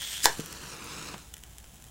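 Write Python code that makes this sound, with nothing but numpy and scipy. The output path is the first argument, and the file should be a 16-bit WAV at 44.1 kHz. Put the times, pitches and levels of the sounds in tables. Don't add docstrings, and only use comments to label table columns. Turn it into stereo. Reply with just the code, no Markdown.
import sys
import numpy as np
from scipy import signal
from scipy.fft import rfft, irfft, next_fast_len
from scipy.io import wavfile

SR = 44100
rng = np.random.default_rng(int(sys.argv[2]) if len(sys.argv) > 2 else 0)


def unload_audio(sound):
    columns = np.transpose(np.atleast_2d(sound))
    steps = np.round(np.clip(columns, -1, 1) * 32767)
    wavfile.write(sys.argv[1], SR, steps.astype(np.int16))


N = 83790
TIME = np.arange(N) / SR
CRACK_S = .2559

# (frequency [Hz], level [dB])
TICK_COLOUR = [(300, -18.5), (1100, -13.5), (1600, -3.5), (2700, -5.5), (3100, 2), (3700, -5),
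               (4500, -10.5), (6000, -2.5), (7900, -0.5), (8800, -5.5), (15500, -8), (18000, -17)]


def from_db(db):
    return 10 ** (np.asarray(db) / 20)


def rms_one(x):
    return x / np.sqrt(np.mean(x ** 2) + 1e-20)


def in_time(rows):
    s, *columns = np.transpose(rows)
    return [np.interp(TIME, s, c) for c in columns]


def colour(x, points, tilt_db=0, keep_power=True):
    size = 2 * next_fast_len(len(x))
    octave = np.log2(np.maximum(np.fft.rfftfreq(size, 1 / SR), 1))
    hz, db = np.transpose(points)
    gain = from_db(np.interp(octave, np.log2(hz), db) + tilt_db * octave)
    if keep_power:
        gain = rms_one(gain)
    cepstrum = irfft(np.log(gain))
    cepstrum[1:size // 2] *= 2
    cepstrum[size // 2 + 1:] = 0
    response = np.exp(rfft(cepstrum))
    return irfft(rfft(x, size) * response)[:len(x)]


def noise(points):
    return rms_one(colour(rng.standard_normal(N), points))


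def drift(rate):
    lowpass = signal.butter(2, rate, fs=SR, output="sos")
    settled = signal.sosfilt(lowpass, rng.standard_normal(2 * N))[N:]
    return rms_one(settled)


def grains(per_s, spread_db):
    sizes = from_db(spread_db * np.minimum(rng.exponential(1, N), 4))
    signed = sizes * rng.choice([-1, 1], N)
    return rms_one(signed * (rng.random(N) < per_s / SR))


def burst(decay_s, size=2048):
    fade = TIME[:size] / decay_s * np.exp(-TIME[:size] / decay_s)
    x = rng.standard_normal(size) * fade
    for _ in range(6):
        phase = np.angle(rfft(x, 2 * size))
        flat = irfft(np.exp(1j * phase))[:size]
        x = flat * (fade / fade.max()) ** .25
    return x / np.linalg.norm(x)


def at(s, x):
    return np.pad(x, (max(int(s * SR), 0), N))[:N]


def resonate(x, hz, width_hz):
    r = np.exp(-np.pi * width_hz / SR)
    feed = np.array([1, 0, -1]) * (1 - r * r) / 2
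    return signal.lfilter(feed, [1, -2 * r * np.cos(2 * np.pi * hz / SR), r * r], x)


def patchy(x, depth_db, count=20):
    patches_per_s = 9
    place = np.sqrt(2 * np.fft.rfftfreq(N)) * count
    spectrum = rfft(x)
    bands = (irfft(spectrum * np.maximum(0, 1 - abs(place - k)), N) for k in range(count + 1))
    return rms_one(sum(band * from_db(depth_db * drift(patches_per_s)) for band in bands))


def background():
    # (frequency [Hz], level [dB])
    air_colour = [(25, -6), (58, 0), (160, -5), (320, -15.5), (560, -19.5), (780, -15.5), (1100, -22),
                  (2200, -26.5), (3200, -22.5), (4500, -27.5), (7700, -20.5), (8700, -29), (10100, -20),
                  (11600, -32.5), (15500, -24.5)]
    air_db, hum_db, hum_hz = -53, -57, 58.2
    phase = 2 * np.pi * hum_hz * TIME + 0.6 * drift(5.7)
    hum = np.sqrt(2) * np.sin(phase) * (1 + 0.29 * drift(1.9))
    return from_db(air_db) * noise(air_colour) + from_db(hum_db) * hum


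def room(x):
    # (frequency [Hz], level relative to the sound sent in [dB])
    room_colour = [(100, -4.5), (400, -4), (900, -6), (1600, -3), (4000, -11), (7000, -10.5), (10000, -28),
                   (15500, -24)]
    t60_s, gap_s = 0.2, 0.0046
    wall_echo_s, wall_echo_gain = .0082, 0.28
    tail = rng.standard_normal(N) * from_db(-60 * TIME / t60_s) * (TIME > gap_s)
    response = tail / np.linalg.norm(tail) + at(wall_echo_s, np.array([wall_echo_gain]))
    return signal.fftconvolve(x, colour(response, room_colour, keep_power=False))[:N]


def overload_shift():
    shift_db, attack_s, decay_s = -29, .002, 0.045
    onset = 1 - np.exp(-TIME / attack_s)
    return at(CRACK_S, -from_db(shift_db) * onset * np.exp(-TIME / decay_s))


def bump():
    # (frequency [Hz], relative level [dB], t60 [s])
    counter_modes = [(172, -15, 0.076), (268, 5, 0.02), (435, -8, 0.063)]
    bump_s, contact_s, bump_db = .3936, 0.0018, -25
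    push = np.sin(np.pi * np.minimum(TIME / contact_s, 1)) ** 2
    ring = sum(from_db(db - 60 * TIME / t60) * np.cos(2 * np.pi * hz * TIME)
               for hz, db, t60 in counter_modes)
    softened = signal.fftconvolve(ring, push / push.sum())[:N]
    return at(bump_s, from_db(bump_db) * softened)


def tick(tilt_db, decay_s, ring_hz):
    ring_width_hz, ring_db, grain_db = 640, 2.5, 3.5
    x = burst(decay_s)
    ragged = x * from_db(grain_db * rng.standard_normal(len(x)))
    x = colour(ragged, TICK_COLOUR, tilt_db)
    x = x + from_db(ring_db) * resonate(x, ring_hz, ring_width_hz)
    return x / np.linalg.norm(x)


def ticks():
    # (time [s], energy [dB], treble tilt [dB per octave], decay [s], resonance [Hz])
    wood_ticks = [(.399, -16, -2, .0005, 7600), (.405, -18, -1, 0.00024, 6800),
                  (0.4605, -17, 3, 0.00031, 9600), (0.5266, -16, 1, 0.00068, 5440),
                  (.843, -21, 2, 0.00043, 9700), (1.1801, -23, -1.5, .0007, 9500),
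                  (1.3393, -18.5, 0, .0001, 7800), (1.341, -16.5, 1, 0.00042, 3030),
                  (1.3672, -24, -1, 0.00058, 9000), (1.3805, -27, 5, 0.00016, 9500),
                  (1.4369, -20, -1, 0.000082, 2930), (1.5837, -20.5, .5, 0.00017, 9100),
                  (1.642, -24.5, -4, 0.00047, 5000), (1.8224, -26.5, 0, .0008, 7100),
                  (1.8405, -27, 1.5, .0009, 9600)]
    crackles_per_s, spread_db, crackle_db = 320, 1.5, -61
    clear = sum(at(s, from_db(db) * tick(tilt, decay, hz)) for s, db, tilt, decay, hz in wood_ticks)
    crackle = colour(grains(crackles_per_s, spread_db), TICK_COLOUR)
    return clear + from_db(crackle_db) * crackle


def snags():
    # (time [s], energy [dB])
    snag_moments = [(0.0184, -13.5), (0.1384, -16.5), (0.1698, -16), (.1786, -15), (0.1956, -21),
                    (0.2032, -18.5), (.215, -19)]
    decay_s, tilt_db = .00055, -1.5
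    rasps = sum(at(s, from_db(db) * burst(decay_s)) for s, db in snag_moments)
    return colour(rasps, TICK_COLOUR, tilt_db)


def squeak():
    # (frequency [Hz], width [Hz])
    squeak_modes = [(5100, 350), (7100, 510)]
    squeak_s, spread_s, squeak_db = 0.235, 0.003, -31
    rub = rng.standard_normal(N)
    tone = rms_one(sum(rms_one(resonate(rub, hz, width)) for hz, width in squeak_modes))
    return from_db(squeak_db) * tone * np.exp(-((TIME - squeak_s) / spread_s) ** 2 / 2)


def scrape():
    # (time [s], level [dB])
    stroke = [(0, -43.5), (.011, -38.5), (.022, -37), (.092, -37.5), (.135, -35.5), (.19, -41), (.232, -41),
              (.25, -40)]
    # (frequency [Hz], level [dB])
    strip_colour = [(300, -12.5), (1300, -10), (1900, -2), (2400, -4), (4300, -2.5), (6300, -1), (8800, 1),
                    (10200, -13.5), (15500, -18)]
    # (frequency [Hz], width [Hz], level over the scrape [dB])
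    box_modes = [(3160, 290, 6), (3400, 250, 8)]
    grit_per_s, grit_spread_db, rub_db, patchy_db = 1600, 3.5, 0.5, 1.5
    whisk_start_hz, sag_hz_per_s, whisk_width_hz, whisk_db = 15440, 22000, 3400, -9.5

    rough = grains(grit_per_s, grit_spread_db) + from_db(rub_db) * rng.standard_normal(N)
    grit = colour(rough, strip_colour)
    rung = grit + sum(from_db(db) * resonate(grit, hz, width) for hz, width, db in box_modes)

    whisk_hz = np.maximum(whisk_start_hz - sag_hz_per_s * TIME, 0)
    tone = np.sin(2 * np.pi * np.cumsum(whisk_hz) / SR)
    whisk = from_db(whisk_db) * drift(whisk_width_hz / 2) * tone
    pressure = from_db(in_time(stroke)[0]) * (TIME < CRACK_S)
    return (rms_one(patchy(rung, patchy_db)) + whisk) * pressure


def ignition():
    # (frequency [Hz], level [dB])
    fizz_colour = [(120, -22), (280, -13), (900, -24.5), (1600, -3), (2700, -8), (5100, -1), (6500, 1),
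                   (9000, -2), (15500, -8)]
    # (frequency [Hz], level [dB])
    crack_colour = [(200, -19.5), (390, -7.5), (600, -11), (920, 2), (1250, -8.5), (1700, -4.5),
                    (2700, -16), (3200, -13), (3700, -6), (4400, -6.5), (5200, -3.5), (5800, -10.5),
                    (7200, -4.5), (8200, -16), (15500, -21.5)]
    catch_s, rise_db_per_s = 0.2446, 1000
    end_s, fall_db_per_s, fizz_db = 0.25, 552, -22.5
    pop_s, pop_db, pop_decay_s, pop_tilt_db = .2434, -0.5, 0.00051, -2
    snap_decay_s = .00048

    rise_db = (TIME - catch_s) * rise_db_per_s
    fall_db = (end_s - TIME) * fall_db_per_s
    swell_db = np.minimum(0, np.minimum(rise_db, fall_db))
    fizz = from_db(fizz_db + swell_db) * rng.standard_normal(N)
    pop = colour(at(pop_s, from_db(pop_db) * burst(pop_decay_s)), fizz_colour, pop_tilt_db)
    snaps = [(CRACK_S, 12.8), (.2574, 7)]  # (time [s], energy [dB])
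    crack = sum(at(s, from_db(db) * burst(snap_decay_s)) for s, db in snaps)
    return colour(fizz, fizz_colour) + pop + colour(crack, crack_colour)


def flare():
    # (time [s], hiss level [dB], low rush level [dB])
    flare_course = [(.255, -72, -81), (.28, -42, -53.5), (.42, -48, -50), (.58, -48, -50.5),
                    (.68, -46, -48), (.77, -49.5, -49), (.87, -45.5, -47), (1.03, -44, -46.5),
                    (1.14, -46.5, -46), (1.16, -55, -52.5), (1.2, -51.5, -57.5), (1.33, -71, -75)]
    # (frequency [Hz], level [dB])
    hiss_colour = [(1200, -26), (2100, -5), (2450, -0.5), (3400, 0.5), (5500, 1), (7000, 1.5), (9000, -2.5),
                   (12000, -8.5), (15500, -11)]
    rush_colour = [(50, -15.5), (110, -3), (450, 0.5), (700, -5), (1200, -4), (1800, -6.5), (2600, -8),
                   (6000, -36)]
    puff_colour = [(50, -11), (110, -7.5), (160, 1.5), (300, -6), (800, -5), (1500, -12.5), (3000, -13),
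                   (14000, -37)]
    # (time [s], delay [ms])
    counter_delay = [(.4, 0.69), (.65, 0.69), (.85, 0.82), (1.0, 0.746), (1.14, 0.76)]
    echo_gain, patchy_db = 0.41, 1.5
    sputter_db, sputter_hz = 1.5, 130
    dulling_above_hz, dulling_db_per_s, dulling_mid_s = 8300, 10, 0.5
    puff_s, puff_db, puff_decay_s = 1.139, -12.5, 0.00325

    hiss_db, rush_db = in_time(flare_course)
    hiss = patchy(noise(hiss_colour), patchy_db)
    highpass = signal.butter(2, dulling_above_hz, "high", fs=SR, output="sos")
    treble = signal.sosfiltfilt(highpass, hiss)
    treble_gain = from_db(-dulling_db_per_s * (TIME - dulling_mid_s))
    hiss = hiss + treble * (treble_gain - 1)

    gas = from_db(hiss_db) * hiss + from_db(rush_db) * noise(rush_colour)
    jet = gas * from_db(sputter_db * drift(sputter_hz))
    echo = np.interp(TIME - in_time(counter_delay)[0] / 1000, TIME, jet)
    puff = colour(at(puff_s, from_db(puff_db) * burst(puff_decay_s)), puff_colour)
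    return jet + echo_gain * echo + puff


def scene(scrape_room_db=-5, flare_room_db=-4, bump_room_db=-7):
    # (frequency [Hz], width [Hz], level over the direct sound [dB])
    room_modes = [(155.5, 15, 6.5), (878, 26, -5.5), (996, 40, -5), (1438, 5.5, -22), (1650, 16, -5)]
    left_over_right_db, spread_db = 3, -36
    # (sound, level sent into the room [dB])
    sources = [
        (scrape() + snags() + squeak(), scrape_room_db),
        (ignition(), 0),
        (flare(), flare_room_db),
        (bump(), bump_room_db),
        (ticks(), -2.5),
    ]
    direct = sum(x for x, db in sources)
    send = sum(from_db(db) * x for x, db in sources)
    ring = sum(from_db(db) * resonate(direct, hz, width) for hz, width, db in room_modes)
    mid = direct + ring + room(send) + overload_shift() + background()
    sides = np.array([[1], [-1]])
    width = sides * from_db(spread_db) * room(send)
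    return mid * from_db(sides * left_over_right_db / 2) + width


def record(dry):
    overload, cutoff_hz = 0.86, 15800
    rounded = overload * np.tanh(dry / overload)
    lowpass = signal.ellip(12, .1, 80, cutoff_hz, fs=SR, output="sos")
    return signal.sosfilt(lowpass, rounded)


dry = scene()
out = record(dry)
unload_audio(out)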